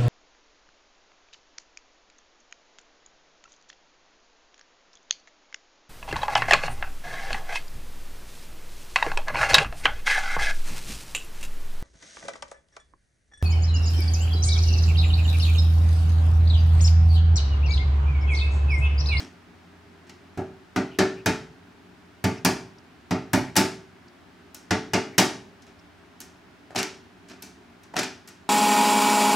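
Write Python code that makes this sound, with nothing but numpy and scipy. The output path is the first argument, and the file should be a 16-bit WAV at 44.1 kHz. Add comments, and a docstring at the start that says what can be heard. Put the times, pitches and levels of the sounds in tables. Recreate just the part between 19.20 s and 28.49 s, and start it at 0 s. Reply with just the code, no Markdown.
"""Woodpecker at the window

A large woodpecker clings to a bar outside a window and strikes at it in short runs of blows, heard from indoors.
Each blow is noise shaped into a crack and a fading room tail, plus fading sine waves for the booming pane.
Lighter knocks of the same kind are light touches of beak and claws, rebounds and dull bumps; it hops twice
along the bar. Faint squeaks are narrow bands of noise; the room is a soft steady rush of noise with a low
hum that fades."""
import sys
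import numpy as np
from scipy import signal
from scipy.fft import rfft, irfft, next_fast_len
from scipy.io import wavfile
from scipy.ndimage import uniform_filter1d

SR = 44100
rng = np.random.default_rng(int(sys.argv[2]) if len(sys.argv) > 2 else 0)


def int16_out(signal):
    """Quantize to a 16-bit WAV file."""
    q = np.round(np.clip(np.atleast_2d(signal).T, -1, 1) * 32767)
    wavfile.write(sys.argv[1], SR, q.astype(np.int16))


N = 409688  # length of the scene in samples
RING = int(.7 * SR)  # length of one contact in samples
THUD_HZ = 420  # below this, the weight behind a light contact tells

# How wide the contacts and squeaks sound: pitch_hz [Hz], side_against_mid_db [dB]
CONTACT_WIDTH = [(60, -27.5), (250, -15), (600, -9.5), (1300, -11), (3000, -10), (6000, -11.5),
                 (14000, -11)]


def amp(db):
    """Turns decibels into a gain."""
    return 10 ** (np.asarray(db) / 20)


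def rms(x):
    """Root mean square: the average strength of a sound."""
    return np.sqrt(np.mean(x ** 2) + 1e-20)


def read(points, hz):
    """Reads a curve whose points are joined by straight lines over log frequency."""
    f, value = np.transpose(points)
    return np.interp(np.log(hz + 1), np.log(f + 1), value)


def colour(x, points):
    """Filters x by a spectrum in dB."""
    size = next_fast_len(x.shape[-1] + 2048)
    gain = amp(read(points, np.fft.rfftfreq(size, 1 / SR)))
    return irfft(rfft(x, size) * gain, size)[..., :x.shape[-1]]


def add(mix, s, sound):
    """Adds a stereo sound to the mix at time s, cut off at the end of the scene."""
    part = mix[:, max(0, round(s * SR)):][:, :sound.shape[1]]
    part += sound[:, :part.shape[1]]


def stereo_noise(size, width):
    """White noise at two close microphones, more or less alike at each pitch as width tells."""
    mid, side = rng.standard_normal((2, size))
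    side = colour(side, width)
    return np.array([mid + side, mid - side])


def room_air(hum_hz=88, air_db=-53, hum_db=-59.5, hum_fade_db_per_s=2.4):
    """A soft steady rush, coloured by the room's low resonances, and a faint hum that fades."""
    # Broad colour of the rush: pitch_hz [Hz], level_db [dB per Hz]
    rush = [(20, -17), (33, -30), (52, -7.5), (90, 2), (140, -7), (420, -6), (500, -13.5), (650, -6),
            (1150, -9.5), (1500, -8.5), (3500, -18.5), (5300, -23.5), (8000, -31.5), (15500, -41)]
    # Room resonances that stand out of it: pitch_hz [Hz], width_hz [Hz], height_db [dB]
    resonances = [(179, 31, 13), (237, 9.6, 12), (283, 56, 11), (356, 6.7, 12), (400, 16, 11)]
    # How wide the rush sounds: pitch_hz [Hz], side_against_mid_db [dB]
    air_width = [(60, -10), (110, -8.5), (200, -10), (380, -8.5), (700, -2), (1290, -5), (2380, -3.5),
                 (4400, -4), (8120, -3.5), (15000, -0.5)]
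    hz = np.fft.rfftfreq(N, 1 / SR)
    t = np.arange(N) / SR
    level_db = read(rush, hz)
    for pitch_hz, width_hz, height_db in resonances:
        level_db = level_db + height_db / (1 + (2 * (hz - pitch_hz) / width_hz) ** 2)
    air = irfft(rfft(stereo_noise(N, air_width)) * amp(level_db), N)
    hum = amp(hum_db - hum_fade_db_per_s * t) * np.sqrt(2) * np.sin(2 * np.pi * hum_hz * t)
    return amp(air_db) * air / rms(air.mean(0)) + hum


def ripple(x, depth_db, step_hz=110):
    """Uneven strengths of closely spaced modes: random hills and hollows that flatten out in the treble."""
    hz = 900 + step_hz * np.arange(200)
    db = depth_db * rng.standard_normal(len(hz)) / np.sqrt(1 + (hz / 6000) ** 4)
    return colour(x, [(0, 0), (800, 0)] + list(zip(hz, db)))


def fade_in_room(x):
    """Lets every frequency die at the room's own speed."""
    # The room's dying: pitch_hz [Hz], time to fall by 60 dB fade_s [s]
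    room_fade = [(80, 1), (250, 0.5), (600, 0.42), (1500, .37), (4000, 0.39), (6500, 0.37), (10000, 0.33),
                 (15000, .2)]
    hz, t, z = signal.stft(x, SR, nperseg=256)
    fade = 1e-3 ** (t / read(room_fade, hz)[:, None])
    return signal.istft(z * fade, SR, nperseg=256)[1][:, :x.shape[1]]


def pane(rise_s=0.0032, vary_db=3.5, apart=.11, return_s=0.039, return_share=0.61, return_fade_s=0.03):
    """The modes swell as the blow spreads over the glass; each strike point weighs them differently."""
    # Modes of pane, bar and room: pitch_hz [Hz], typical level_db [dB], time to fall by 60 dB fade_s [s]
    pane_modes = [(63, -20, .7), (96, -1, .22), (119, -13, .5), (135, -16, .6), (175, -4, .24),
                  (193, -1, .27), (208, -7, .24), (259, 2, .35), (276, -8, .26), (296, -4, .34),
                  (314, -4, .3), (352, -5, .28), (381, -2, .55), (433, -5, .5), (453, -12, .3),
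                  (571, -10, .28), (589, -10, .28), (620, -7, .3), (650, -11, .3), (705, -6, .22),
                  (744, -3, .28), (779, -8, .28), (880, -4, .3), (899, -6, .3), (1156, -11, .33),
                  (1239, -12, .3), (1405, -15, .32), (1868, -13, .38), (2182, -13, .34), (2437, -13, .34)]
    t = np.arange(RING) / SR
    hz, db, t60 = np.transpose(pane_modes)[:, :, None]
    weight, lag, side = rng.standard_normal((3, len(pane_modes), 1))
    sign = (-1) ** np.arange(len(pane_modes))[:, None]
    phase = 2 * np.pi * hz * t + lag * hz / 500  # short waves depend most on the strike point
    fade = np.exp(-np.log(1000) * t / t60)
    modes = sign * amp(db + vary_db * weight) * fade * np.sin(phase)
    lean = apart * side * np.sqrt(hz / 1000)  # short waves also differ most between the microphones
    both = np.array([(modes * (1 + lean)).sum(0), (modes * (1 - lean)).sum(0)])
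    # the far wall sends the boom back and holds it up a moment longer
    late = np.maximum(t - return_s, 0)
    held = (1 - np.exp(-late / rise_s)) * np.exp(-(late / return_fade_s) ** 2)
    swell = 1 - np.exp(-t / rise_s) + return_share * held
    return both * swell


def blow(path, crack_fade_s, direct_db, tick_db, pane_db, alike):
    """One contact: the tick of the hard tip, a bright crack, its tail in the room and the boom of the pane."""
    # Dense upper modes of frame and glass: pitch_hz [Hz], level_db [dB per Hz]
    frame_modes = [(38, -44.5), (90, -8.5), (300, 2.5), (440, -3), (500, -11.5), (570, -1), (800, 1.5),
                   (1080, -5), (1450, 2), (2300, -2.5), (3600, -11), (5800, -10.5), (9500, -21.5),
                   (15800, -28.5)]
    uneven_db = 2.7  # how unevenly one strike point excites the upper modes
    t = np.arange(RING) / SR
    # part of the noise is shared by all contacts, the rest is new each time
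    alike = np.clip(alike, 0, 1)
    ring = alike * path + np.sqrt(1 - alike ** 2) * stereo_noise(RING, CONTACT_WIDTH)
    ring = colour(ripple(ring, uneven_db), frame_modes)
    ring /= rms(ring)

    crack = colour(ring, [(200, -2.5), (700, -15.5), (2000, -11.5), (5500, -3), (9000, 1), (13000, -5.5)])
    crack *= amp(direct_db) * np.exp(-t / crack_fade_s)

    tick = stereo_noise(RING, CONTACT_WIDTH)
    tick = colour(tick, [(500, -33), (3000, -20), (8000, -8.5), (12000, 5.5), (16000, -7)])
    tick *= amp(tick_db) * np.exp(-t / 0.0022)

    attack = 1 - np.exp(-t / 0.0014)
    return (crack + tick + fade_in_room(ring)) * attack + amp(pane_db) * pane()


def contact_colour(tip, force_db, give_s, weight_db, weight_hz, bite_db=0, order=1):
    """The longer a contact gives, the less treble it excites; weight adds bass, a sharp tip the very top."""
    tip_hz = 9500  # above this, the bite of the beak's tip tells
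    hz = np.geomspace(40, 16000, 80)
    treble_db = -10 * order * np.log10(1 + (hz * give_s) ** 2)
    bass_db = weight_db / (1 + (hz / weight_hz) ** 4)
    top_db = bite_db / (1 + (tip_hz / hz) ** 4)
    return list(zip(hz, read(tip, hz) + force_db + treble_db + bass_db + top_db))


def touch(path, slide_s, level_db=-18.0, short_s=0.0044, grain_db=4):
    """A light knock on the bar; the shorter it slides, the more its click stands out of the tail."""
    t = np.arange(RING) / SR
    sharp_db = 10 * np.log10(short_s / slide_s)
    hit = blow(path, crack_fade_s=slide_s, direct_db=10 + sharp_db, tick_db=9.5 + 1.8 * sharp_db,
               pane_db=-7, alike=0.34)
    # the contact catches and slips while it lasts
    slips = uniform_filter1d(rng.standard_normal(RING), size=110)
    hit *= amp(grain_db * slips / rms(slips) * np.exp(-t / (2 * slide_s)))
    return hit * amp(level_db) / rms(hit[:, :int(.02 * SR)])  # levelled by its first 20 ms


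def light_contact(path, force_db, give_s, slide_s, thud_db):
    """A light contact of beak or claw: a thin tick when it hits hard, a scrape when it gives."""
    # Colour of a perfectly hard light contact: pitch_hz [Hz], level_db [dB]
    hard_touch = [(40, -34), (90, -17), (260, -13), (720, -16), (2000, -12.5), (5300, -.5), (11500, 3)]
    return colour(touch(path, slide_s), contact_colour(hard_touch, force_db, give_s, thud_db, THUD_HZ, order=2))


def bump(path, force_db, slide_s, thud_db=0):
    """A soft contact that brings out the bar's hollow knock."""
    # Colour of a dull bump on the bar: pitch_hz [Hz], level_db [dB]
    dull_bump = [(40, -32), (90, -18), (260, -19), (500, -13), (750, -8), (1200, -16), (2000, -22.5),
                 (5300, -25), (11500, -27)]
    return colour(touch(path, slide_s), contact_colour(dull_bump, force_db, 0, thud_db, THUD_HZ))


def light_touches(path):
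    """Single ticks, scrapes and dull bumps: light touches of beak and claws, a soft first knock, rebounds."""
    # Light contacts of beak and claws, ticks, scrapes and soft rebounds:
    # start_s [s], force_db [dB], give_s (softness of the contact) [s], slide_s [s], thud_db [dB]
    light_contacts = [(0.001, -9, .00025, .036, 5), (0.867, -26, .0003, .012, -6),
                      (0.894, -17, .00025, .011, 2), (4.3552, 9.5, .0005, .0019, -14),
                      (4.412, 6, .0005, .008, 0), (5.3445, -19, .00002, .0044, 2),
                      (6.418, -27, .00016, .01, 0), (6.465, -25, .00025, .01, 2),
                      (7.003, -16.5, .00001, .01, 0), (7.578, -1, .00017, .015, -15),
                      (8.0827, -23, .00016, .015, 0), (8.098, -12, .00035, .02, 2),
                      (8.222, -16, .00005, .0047, 5), (8.633, -28, .00011, .008, -6),
                      (9.0735, -19.5, .0001, .006, -12), (9.086, -24, .00008, .005, -3)]
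    # Dull bumps, a soft first knock and a rebound after a blow:
    # start_s [s], force_db [dB], slide_s [s], thud_db [dB]
    dull_bumps = [(1.1735, -.5, .01, 13), (4.186, -8, .01, 11)]
    out = np.zeros((2, N))
    for start_s, *contact in light_contacts:
        add(out, start_s, light_contact(path, *contact))
    for start_s, *contact in dull_bumps:
        add(out, start_s, bump(path, *contact))
    return out


def pecks(path, level_db=-22.5):
    """Heavy blows of the beak: a square hit is bright, a glancing one dull."""
    # Blows: start_s [s], force_db [dB], give_s (softness of the contact) [s],
    # boom_db (extra bass) [dB], bite_db (extra top of the sharp tip) [dB]
    beak_blows = [(1.5604, -2.3, .0008, 0, 0), (1.7867, 1.5, .0004, 1.5, -1.5),
                  (2.0593, -2.5, .00024, 6, 2), (3.0402, -3.8, .00045, 8, 5.5), (3.248, -.8, .0002, 2, 8),
                  (3.908, -4, .00085, 7, 0), (4.132, -.7, .0004, 8, 11), (4.3643, .4, .00003, 2.5, 3.5),
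                  (5.507, -2.8, .00027, 3, -8), (5.734, -1.3, .00036, -2.5, -3),
                  (5.98, 2, .00003, -4.5, -2.5)]
    # Colour of a perfectly hard blow of the beak: pitch_hz [Hz], level_db [dB]
    hard_beak = [(55, -7), (95, 1.7), (180, 3), (300, 1.7), (720, 1), (2000, 1), (5300, 7.5), (11500, 8)]
    boom_hz = 160  # below this, the weight behind the beak tells
    out = np.zeros((2, N))
    for start_s, force_db, give_s, boom_db, bite_db in beak_blows:
        hit = blow(path, crack_fade_s=0.01, direct_db=6.0, tick_db=5.5, pane_db=-5.0, alike=.65)
        hit *= amp(level_db) / rms(hit[:, :int(.12 * SR)])  # levelled by its first 120 ms, before its colour
        add(out, start_s, colour(hit, contact_colour(hard_beak, force_db, give_s, boom_db, boom_hz, bite_db)))
    return out


def chips():
    """Faint hoarse squeaks, narrow bands of noise that swell and fade, most as the bird winds up for a blow."""
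    # Squeaks: start_s [s], pitch_hz [Hz], level_db (before the swell) [dB], length_s [s]
    squeaks = [(1.69, 2900, -52, .095), (1.945, 2550, -52, .085), (3.155, 5500, -53, .05),
               (3.15, 2600, -53, .065), (3.581, 5200, -53, .012), (4.25, 1980, -48, .065),
               (4.878, 5200, -55, .012), (5.905, 2080, -51, .08), (6.584, 5200, -60, .025)]
    out = np.zeros((2, N))
    for start_s, hz, level_db, length_s in squeaks:
        noise = stereo_noise(int(length_s * SR), CONTACT_WIDTH)
        band = [(hz / 2, -28), (hz * .8, -10), (hz * .95, 0), (hz * 1.05, 0), (hz * 1.2, -12), (hz * 2, -38)]
        squeak = colour(noise, band)
        swell = np.hanning(squeak.shape[1])
        add(out, start_s, amp(level_db) * squeak / rms(squeak) * swell)
    return out


def hops(path):
    """A dull push-off, one foot landing with the bird's weight, then the other, and the claws close."""
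    # Hops along the bar: push_s [s], push_db [dB], first_foot_s [s], second_foot_s [s], landing_db [dB]
    bar_hops = [(7.503, -11, 7.5571, 7.587, 0), (8.736, -4, 8.7643, 8.789, 1.5)]
    # Claw contacts of a landing, each one row: force_db [dB], give_s [s], slide_s [s], thud_db [dB]
    first_foot = (6, .00028, .018, 0)
    second_foot = (4.5, .0002, .01, -10)
    closing = (-1.5, .00018, .007, -6)
    closing_delay_s = .041  # the claws close this long after the second foot lands
    push_slide_s = .018
    # the sole bumps the bar just before the claws catch
    sole_lead_s, sole_db, sole_slide_s = .008, -2, .008
    out = np.zeros((2, N))
    for push_s, push_db, first_s, second_s, landing_db in bar_hops:
        add(out, push_s, bump(path, push_db, push_slide_s))
        add(out, first_s - sole_lead_s, bump(path, landing_db + sole_db, sole_slide_s))
        stages = (first_s, first_foot), (second_s, second_foot), (second_s + closing_delay_s, closing)
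        for start_s, contact in stages:
            add(out, start_s, amp(landing_db) * light_contact(path, *contact))
    return out


def scene():
    """All contacts reach the microphones by the same path through frame and room; the room's air is added."""
    # Balance of the bird's sounds: pitch_hz [Hz], left_against_right_db [dB]
    balance = [(80, -1.9), (300, -0.1), (700, -0.2), (1400, 1.9), (2800, 1), (5500, -0.7), (9000, 0.8),
               (12500, 3)]
    path = stereo_noise(RING, CONTACT_WIDTH)
    bird = light_touches(path) + pecks(path) + chips() + hops(path)
    left = colour(bird[0], [(hz, db / 2) for hz, db in balance])
    right = colour(bird[1], [(hz, -db / 2) for hz, db in balance])
    return np.array([left, right]) + room_air()


def record(dry):
    """The recorder's band limit: a steep filter takes away the highest treble."""
    edge_hz = 15950
    lowpass = signal.firwin(301, edge_hz, window=("kaiser", 9), fs=SR)
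    return signal.oaconvolve(dry, lowpass[None], "same")


dry = scene()
out = record(dry)
int16_out(out)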